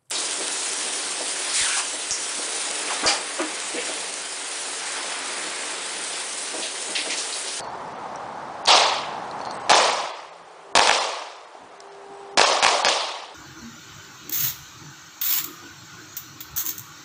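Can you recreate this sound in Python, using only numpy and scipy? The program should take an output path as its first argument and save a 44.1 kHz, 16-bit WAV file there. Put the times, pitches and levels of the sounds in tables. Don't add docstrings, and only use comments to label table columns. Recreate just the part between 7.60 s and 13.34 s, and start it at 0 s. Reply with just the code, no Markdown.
import sys
import numpy as np
from scipy import signal
from scipy.fft import dct
from scipy.io import wavfile
from scipy.ndimage import uniform_filter1d

SR = 44100
rng = np.random.default_rng(int(sys.argv[2]) if len(sys.argv) > 2 else 0)


def field_ratio(decibels):
    return 10 ** (np.asarray(decibels, dtype=float) / 20)


def dump_mix(stems):
    frames = np.atleast_2d(stems).T
    limited = np.clip(frames, -1, 1)
    pcm = np.round(limited * 32767).astype(np.int16)
    wavfile.write(sys.argv[1], SR, pcm)


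N = 253342
CUT_S = 2.46
EDGE_HZ = 10040


def evened(x):
    return x / np.sqrt(np.mean(abs(x) ** 2) + 1e-20)


def read(points, hz):
    f, value = np.transpose(points)
    return np.interp(np.log(hz + 1), np.log(f + 1), value)


def add(mix, s, sound):
    part = mix[round(s * SR):][:len(sound)]
    part += sound[:len(part)]


def resonate(x, hz, width):
    turn = np.exp(2j * np.pi * np.cumsum(hz * np.ones(len(x))) / SR)
    r = np.exp(-np.pi * width / SR)
    return 2 * (turn * signal.lfilter([1 - r], [1, -r], x / turn + 1e-18)).real


# (time [s], peak level [dB], level of both wall slaps [dB], far-wall delay [s])
SHOTS = [
    (2.0954, -2, -1, .0376),
    (3.1531, -1, 0, .0406),
    (3.2734, 0, 0, .0391),
    (4.7744, -2, -1, .0427),
    (5.0268, -2, 0, .0391),
    (5.2482, 0, -4, .0378),
]
# (time [s], peak level [dB])
STRAYS = [
    (2.1555, -3),
    (3.2046, -4),
    (4.7870, -4),
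    (4.8511, -6),
    (5.0905, -8),
]
# (level [dB], pressure step [ms], ground bounce [dB], limiter pull [dB])
DIRECT, NEAR_SLAP = (0, .065, -3, 3), (1, .14, -4, 12)
FAR_SLAP, STRAY_SLAP = (1, .1, -5, 7), (0, .12, -5, 10)


def arrivals():
    near_wall_s, pull_per_db = .0216, 0.72
    cracks = [(s, db, STRAY_SLAP) for s, db in STRAYS]
    for s, db, slap_db, far_wall_s in SHOTS:
        cracks.append((s, db, DIRECT))
        cracks.append((s + near_wall_s, slap_db, NEAR_SLAP))
        cracks.append((s + far_wall_s, slap_db, FAR_SLAP))
    rows = []
    for s, db, (own_db, ms, bounce_db, pull_db) in cracks:
        rows.append((s, db + own_db, ms, bounce_db, pull_db + pull_per_db * db))
    return rows


# (frequency [Hz], width [Hz], level [dB])
MIC_BODY = [
    (860, 320, 8),
    (1900, 1200, 5),
    (5000, 4000, -5),
]


def blast(db, ms, bounce_db):
    u = np.arange(600) / SR / (ms * 0.00091)
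    step = -(1 - u) * np.exp(-u) * np.minimum(2 * u, 1)
    slow = np.exp(-u / 2)
    step -= step.sum() * slow / slow.sum()
    heard = .5 * step + sum(field_ratio(g) * resonate(step, f, w) for f, w, g in MIC_BODY)
    dull = uniform_filter1d(heard[:400], size=8)
    for delay_s, loss_db in (.0012, 0), (.0035, -3):
        add(heard, delay_s, field_ratio(bounce_db + loss_db) * dull)
    heard = signal.lfilter(*signal.butter(2, 80, "high", fs=SR), heard)
    return field_ratio(db + 2.5) * heard / abs(heard).max()


def ducking():
    loss_db, t = np.zeros(N), np.arange(2000) / SR
    for s, *_, db in arrivals():
        add(loss_db, s + .0008, db * np.exp(-(t / .009) ** 2))
    return field_ratio(-uniform_filter1d(loss_db, size=30))


# (time after the shot [s], level [dB])
WALL_SPRAY = [
    (.0226, 8),
    (.0405, 8),
]


def banks_db(t, near):
    spray = sum(db * (t > s) * np.exp(-((t - s) / 0.0091) ** 2) for s, db in WALL_SPRAY)
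    spray = spray * np.clip(near * 8, 0, 0.75)
    return 6.5 + spray - 13 * np.maximum(t - 0.32, 0)


# (time [s], level [dB], nearness [0-1], bite near 3.5 kHz [dB], ring-time factor [1])
TAILS = [
    (1.071, -13.5, 0, 5.5, 0.95),
    (2.094, -17, .17, 0.1, 1.203),
    (3.152, -19, 0.97, -0.5, 1.06),
    (3.273, -25.5, 1, 1.5, 1.355),
    (4.773, -19.5, 0.96, 0.5, 1.2),
    (4.905, -33.5, .17, -3.5, 0.56),
    (5.026, -22, 0.7, -0.2, 1.15),
    (5.247, -24.5, 0.96, 4.5, 1.204),
]
# (frequency [Hz], density [dB per Hz])
TAIL_COLOUR = [(18, -72), (30, -50), (202, -34), (239, -24), (291, -18.5), (606, -1.5), (668, -3),
               (833, -1.5), (1170, -3.5), (1460, -13.5), (1960, -14), (2900, -14), (5210, -13), (9590, -23),
               (10300, -30.5), (13400, -71.5), (22000, -120)]
# (frequency [Hz], 60 dB decay [s])
RING = [(60, .5), (200, 0.57), (800, 1.04), (2000, 1.005), (4000, 0.82), (8000, 0.67)]


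def tail(db, near, bite_db, ring):
    hz, t = np.fft.rfftfreq(512, 1 / SR)[:, None], np.arange(520) * 128 / SR
    a, b, clumps = rng.standard_normal((520, 257, 3)).T
    clumps = evened(uniform_filter1d(uniform_filter1d(clumps, size=16, axis=0), size=2, axis=1))
    rise_s = .0035 + 0.045 * np.exp(-near / 0.082)
    treble_db = 1.5 + 2 * near
    thump_db = -15 + 30 * near
    tone_db = treble_db * np.clip(np.log2(hz / 1300 + .01), 0, 1)
    tone_db = tone_db + thump_db * (hz < 260) * np.exp(-t / .05)
    tone_db += bite_db * np.exp(-np.log2(hz / 3600 + .01) ** 2 / .4)
    decay_db = 60 * t / (ring * read(RING, hz))
    colour = evened(field_ratio(read(TAIL_COLOUR, hz)))
    z = (a + 1j * b) * colour * field_ratio(tone_db - decay_db + 2.06 * clumps)
    x = signal.istft(z, nperseg=512, noverlap=384)[1]
    x = signal.lfilter(*signal.butter(2, 65, "high", fs=SR), x)
    t = np.arange(len(x)) / SR
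    start = np.minimum(t / rise_s, 1) ** 0.59
    return field_ratio(db + banks_db(t, near)) * start * x / np.sqrt(np.mean(x[:2000] ** 2))


# (time [s], peak level [dB], frequency [Hz], 60 dB decay [s])
CLINKS = [(0.0054, -24.5, 4550, 0.02), (0.045, -37, 4300, 0.02), (0.0857, -47, 4500, 0.02),
          (0.558, -30.5, 5830, 0.029), (1.0535, -21, 6200, 0.025), (1.0598, -13.5, 4700, 0.014),
          (1.712, -27, 4060, 0.032), (1.7918, -38, 6000, 0.02), (1.8135, -32, 4400, 0.052),
          (1.8512, -24.5, 4300, 0.018), (1.8584, -30, 4220, 0.024), (1.8826, -35, 4450, 0.02),
          (1.9096, -24.5, 4450, 0.014), (1.9174, -37, 5800, 0.02), (1.9517, -33, 4500, 0.025),
          (4.2033, -29, 5470, 0.011), (4.2244, -46, 3950, 0.02), (4.3216, -42, 4800, 0.016),
          (4.3485, -41, 4040, 0.02)]


def clink(db, hz, t60):
    t = np.arange(3000) / SR
    scrape = rng.standard_normal(3000) * np.exp(-t / 0.0019)
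    modes = ((1.001, 21.5), (1.12, 1), (1.37, 11), (1.55, -19), (1.85, -21))  # (ratio, dB)
    ring = sum(field_ratio(g) * evened(resonate(scrape, hz * k, 4.7 / t60)) for k, g in modes)
    ring += 1.2 * evened(resonate(scrape, 5500, 3000))
    return field_ratio(db) * ring / abs(ring).max()


# (time [s], peak level [dB], frequency [Hz], 60 dB decay [s])
KNOCKS = [
    (0.549, -22, 820, 0.051),
    (1.803, -20.5, 740, 0.017),
    (1.871, -17, 750, 0.034),
    (1.889, -43, 696, 0.03),
    (3.951, -32, 611, 0.03),
    (4.018, -35, 748, 0.025),
]


def knock(db, hz, t60):
    blow = rng.standard_normal(3000) * np.exp(-np.arange(3000) / SR / 0.0018)
    ring = resonate(resonate(blow, hz, 7.1 / t60), hz, 500)
    return field_ratio(db) * ring / abs(ring).max()


# (time [s], length [s], start frequency [Hz], end frequency [Hz], top level [dB])
ROLLS = [
    (1.905, .15, 8200, 7900, -50),
    (4.5, .24, 7950, 8050, -61),
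    (0, .13, 4450, 4430, -48),
    (1.85, .1, 4300, 4200, -43),
]


def roll(length, start_hz, end_hz, db):
    t = np.arange(0, 1, 1 / (length * SR))
    hz = start_hz + (end_hz - start_hz) * t
    arch_db = np.interp(t, [0, 0.26, 1], [-14, 0, -14])
    noise = rng.standard_normal(SR)[:len(t)]
    return field_ratio(db + arch_db) * evened(resonate(resonate(noise, hz, 250), hz, 250))


# (time [s], length [s], level [dB])
HORN = [
    (2.929, .3, -42.5),
    (4.05, .8, -43),
]


def horn(start, length, db):
    release_s = .1
    t = np.arange(0, length + release_s, 1 / SR)
    release = np.clip((length + release_s - t) / release_s, 0, 1)
    swell = np.minimum(t / 0.56, 1) ** 0.85 * release
    octave = field_ratio(-4) * np.clip((t - 0.32) / .2, 0, 1)
    turns = 2 * np.pi * 398 * t
    waver = field_ratio(evened(uniform_filter1d(rng.standard_normal(SR), size=2000)))[:len(t)]
    return np.sqrt(2) * waver * field_ratio(db) * swell * (np.sin(turns) + octave * np.sin(2 * turns))


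# (frequency [Hz], level [dB], start [s], end [s])
HUM = [
    (167, -69, 2.55, 3.2),
    (167, -73, 4.0, 4.8),
    (195, -59, 0, 2.45),
]


def hum(hz, db, start, end):
    noise = rng.standard_normal(3 * SR)[:round((end - start) * SR)]
    line = evened(resonate(resonate(noise, hz, 12), hz, 12))
    return start, field_ratio(db) * line * signal.windows.tukey(len(noise), .15)


def wash(colour, times, level_db, patchy_db):
    frames, hz = N // 256 + 5, np.fft.rfftfreq(1024, 1 / SR)
    a, b, patches = rng.standard_normal((frames, 513, 3)).T
    patches = evened(uniform_filter1d(uniform_filter1d(patches, size=9, axis=0), size=12, axis=1))
    z = (a + 1j * b) * field_ratio(read(colour, hz)[:, None] + patchy_db * patches)
    level = field_ratio(np.interp(np.arange(N) / SR, times, level_db))
    return level * evened(signal.istft(z, nperseg=1024, noverlap=768)[1][:N])


def since_shot():
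    t = np.arange(0, 6, .005)
    shots = np.array([0] + [row[0] for row in SHOTS])
    return t, t - shots[np.searchsorted(shots, t, "right") - 1]


# (frequency [Hz], density [dB per Hz])
ROAD = [(15, -65), (25, -44), (86, -23.5), (113, -13.5), (165, -14), (188, -11), (288, -13), (514, -8.5),
        (851, -1), (1150, -7.5), (2580, -26), (6080, -32), (6720, -35.5), (9570, -39), (10300, -38),
        (13400, -67), (22000, -120)]
# (time [s], level [dB])
ROAD_DB = [(0, -33.5), (1.0, -35), (1.6, -33), (2.2, -32.5), (2.455, -40)]


def road():
    t, _ = since_shot()
    level_db = np.interp(t, *np.transpose(ROAD_DB)) - 60 * (t > CUT_S)
    return wash(ROAD, t, level_db, patchy_db=0.5)


# (frequency [Hz], density [dB per Hz])
FIELD = [(150, -51), (250, -44.5), (347, -11.5), (438, -5), (528, -7.5), (732, -3), (1150, -8), (1980, -18),
         (3580, -23.5), (4670, -25.5), (10300, -31.5), (13400, -57), (22000, -120)]


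def field():
    t, since = since_shot()
    level_db = -47.5 + 2.5 * since + 7.5 * np.exp(-since / 0.29)
    level_db -= 0.5 * np.maximum(1 - (t - CUT_S) / 0.15, 0)
    return wash(FIELD, t, level_db, patchy_db=.8)


# (frequency [Hz], density [dB per Hz])
RUMBLE = [(15, -47), (25, -29.5), (108, -1.5), (135, -11), (162, -2), (194, -8.5), (300, 2.5), (390, -27),
          (660, -120)]


def rumble():
    t, since = since_shot()
    level_db = -77.5 + 15 * since - 60 * (t < CUT_S + 0.089)
    return wash(RUMBLE, t, level_db, patchy_db=5.0)


def scene():
    mix = road() + rumble() + field()
    for s, *row in TAILS:
        add(mix, s, tail(*row))
    mix *= ducking()
    for s, *row, _ in arrivals():
        add(mix, s, blast(*row))
    for rows, source in (CLINKS, clink), (KNOCKS, knock), (ROLLS, roll):
        for s, *row in rows:
            add(mix, s, source(*row))
    for row in HORN:
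        add(mix, row[0], horn(*row))
    for row in HUM:
        add(mix, *hum(*row))
    return mix[None]


# (attack time [s], lowest frequency lost [Hz], loss [dB])
BRACES = [
    (1.0514, 5300, 18),
    (2.0, 5000, 24),
    (3.1515, 2000, 35),
    (4.2033, 4200, 12),
    (4.7725, 1500, 20),
    (5.0268, 6000, 19),
    (5.2482, 4500, 22),
]


def starved():
    lead_s, brace_s = .004, .019
    ahead = [(s - lead_s - brace_s, s - lead_s, hz, db) for s, hz, db in BRACES]
    behind = [(s + .004, s + .012, 5000, 9) for s, db, *_ in arrivals() if db > 0]
    return ahead + behind


def treble_dropouts(x):
    hz, t, z = signal.stft(x, SR, nperseg=256, noverlap=192)
    dice = rng.random((len(t) // 5 + 1, 33)).T.repeat(4, 0).repeat(5, 1)[:len(hz), :len(t)]
    z /= field_ratio(13 * (dice < .13 * np.clip(hz[:, None] / 3500 - 1, 0, 2)))
    for start, end, lo_hz, loss_db in starved():
        kept = .13 * (loss_db < 18)
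        lost = rng.random(65).repeat(2)[:len(hz)] > kept
        change_db = np.where(lost, -loss_db, 3) * (hz > lo_hz)
        z[:, (t > start) & (t < end)] *= field_ratio(change_db)[:, None]
    return signal.istft(z, SR, nperseg=256, noverlap=192)[1][:N]


# (centre [s], length [s], lowest frequency thinned [Hz])
DROUGHTS = [(.028, .035, 2000), (.085, .04, 2000), (.343, .035, 2000), (.373, .035, 2500),
            (.575, .04, 4500), (1.132, .055, 5000), (1.888, .045, 2500), (2.037, .04, 3000),
            (2.137, .04, 2500), (2.315, .035, 5000), (2.53, .075, 1200), (2.71, .04, 1500),
            (2.838, .035, 2000), (3.22, .035, 5000), (3.396, .04, 1200), (3.785, .04, 3000),
            (3.863, .035, 2000), (4.108, .035, 3000), (4.297, .045, 1500), (4.702, .035, 1500),
            (4.742, .03, 1500), (4.848, .045, 1500), (4.92, .035, 5000), (5.27, .04, 1500)]


def run_dry(x):
    out = x.copy()
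    for centre, block_s, lo_hz in DROUGHTS:
        first, size = round((centre - block_s / 2) * SR), round(block_s * SR)
        window = np.sin(np.pi * np.arange(size) / size)
        lines = dct(x[first:first + size] * window, norm="ortho")
        hz = np.arange(size) * SR / 2 / size
        local = (uniform_filter1d(abs(lines), size=81) + 1e-9) ** .65
        thinned = (hz > lo_hz) & (hz < EDGE_HZ)
        step = 2 * local * np.quantile(abs(lines / local)[thinned], 1 - .065)
        change = (np.round(lines / step) * step - lines) * (hz > lo_hz)
        add(out, first / SR, window * dct(change, type=3, norm="ortho"))
    return out


def roll_off(x):
    return signal.sosfilt(signal.butter(12, 10470, fs=SR, output="sos"), x)


def record(dry):
    power_db = 10 * np.log10(abs(uniform_filter1d(dry[0] ** 2, size=60)) + 1e-12)
    fall = np.arange(N) * 1200.0 / SR
    over_db = np.maximum(np.maximum.accumulate(power_db + fall) - fall + 14.5, 0)
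    late_db = np.roll(uniform_filter1d(over_db, size=60), shift=130)
    x = np.clip(dry[0] / field_ratio(0.48 * late_db), -1, 1)
    x = run_dry(treble_dropouts(x))
    x = signal.oaconvolve(x, signal.firwin(401, EDGE_HZ, window=("kaiser", 8), fs=SR), "same")
    x = np.clip(x, -.92, .92)
    return roll_off(x[None])


dry = scene()
out = record(dry)
dump_mix(out)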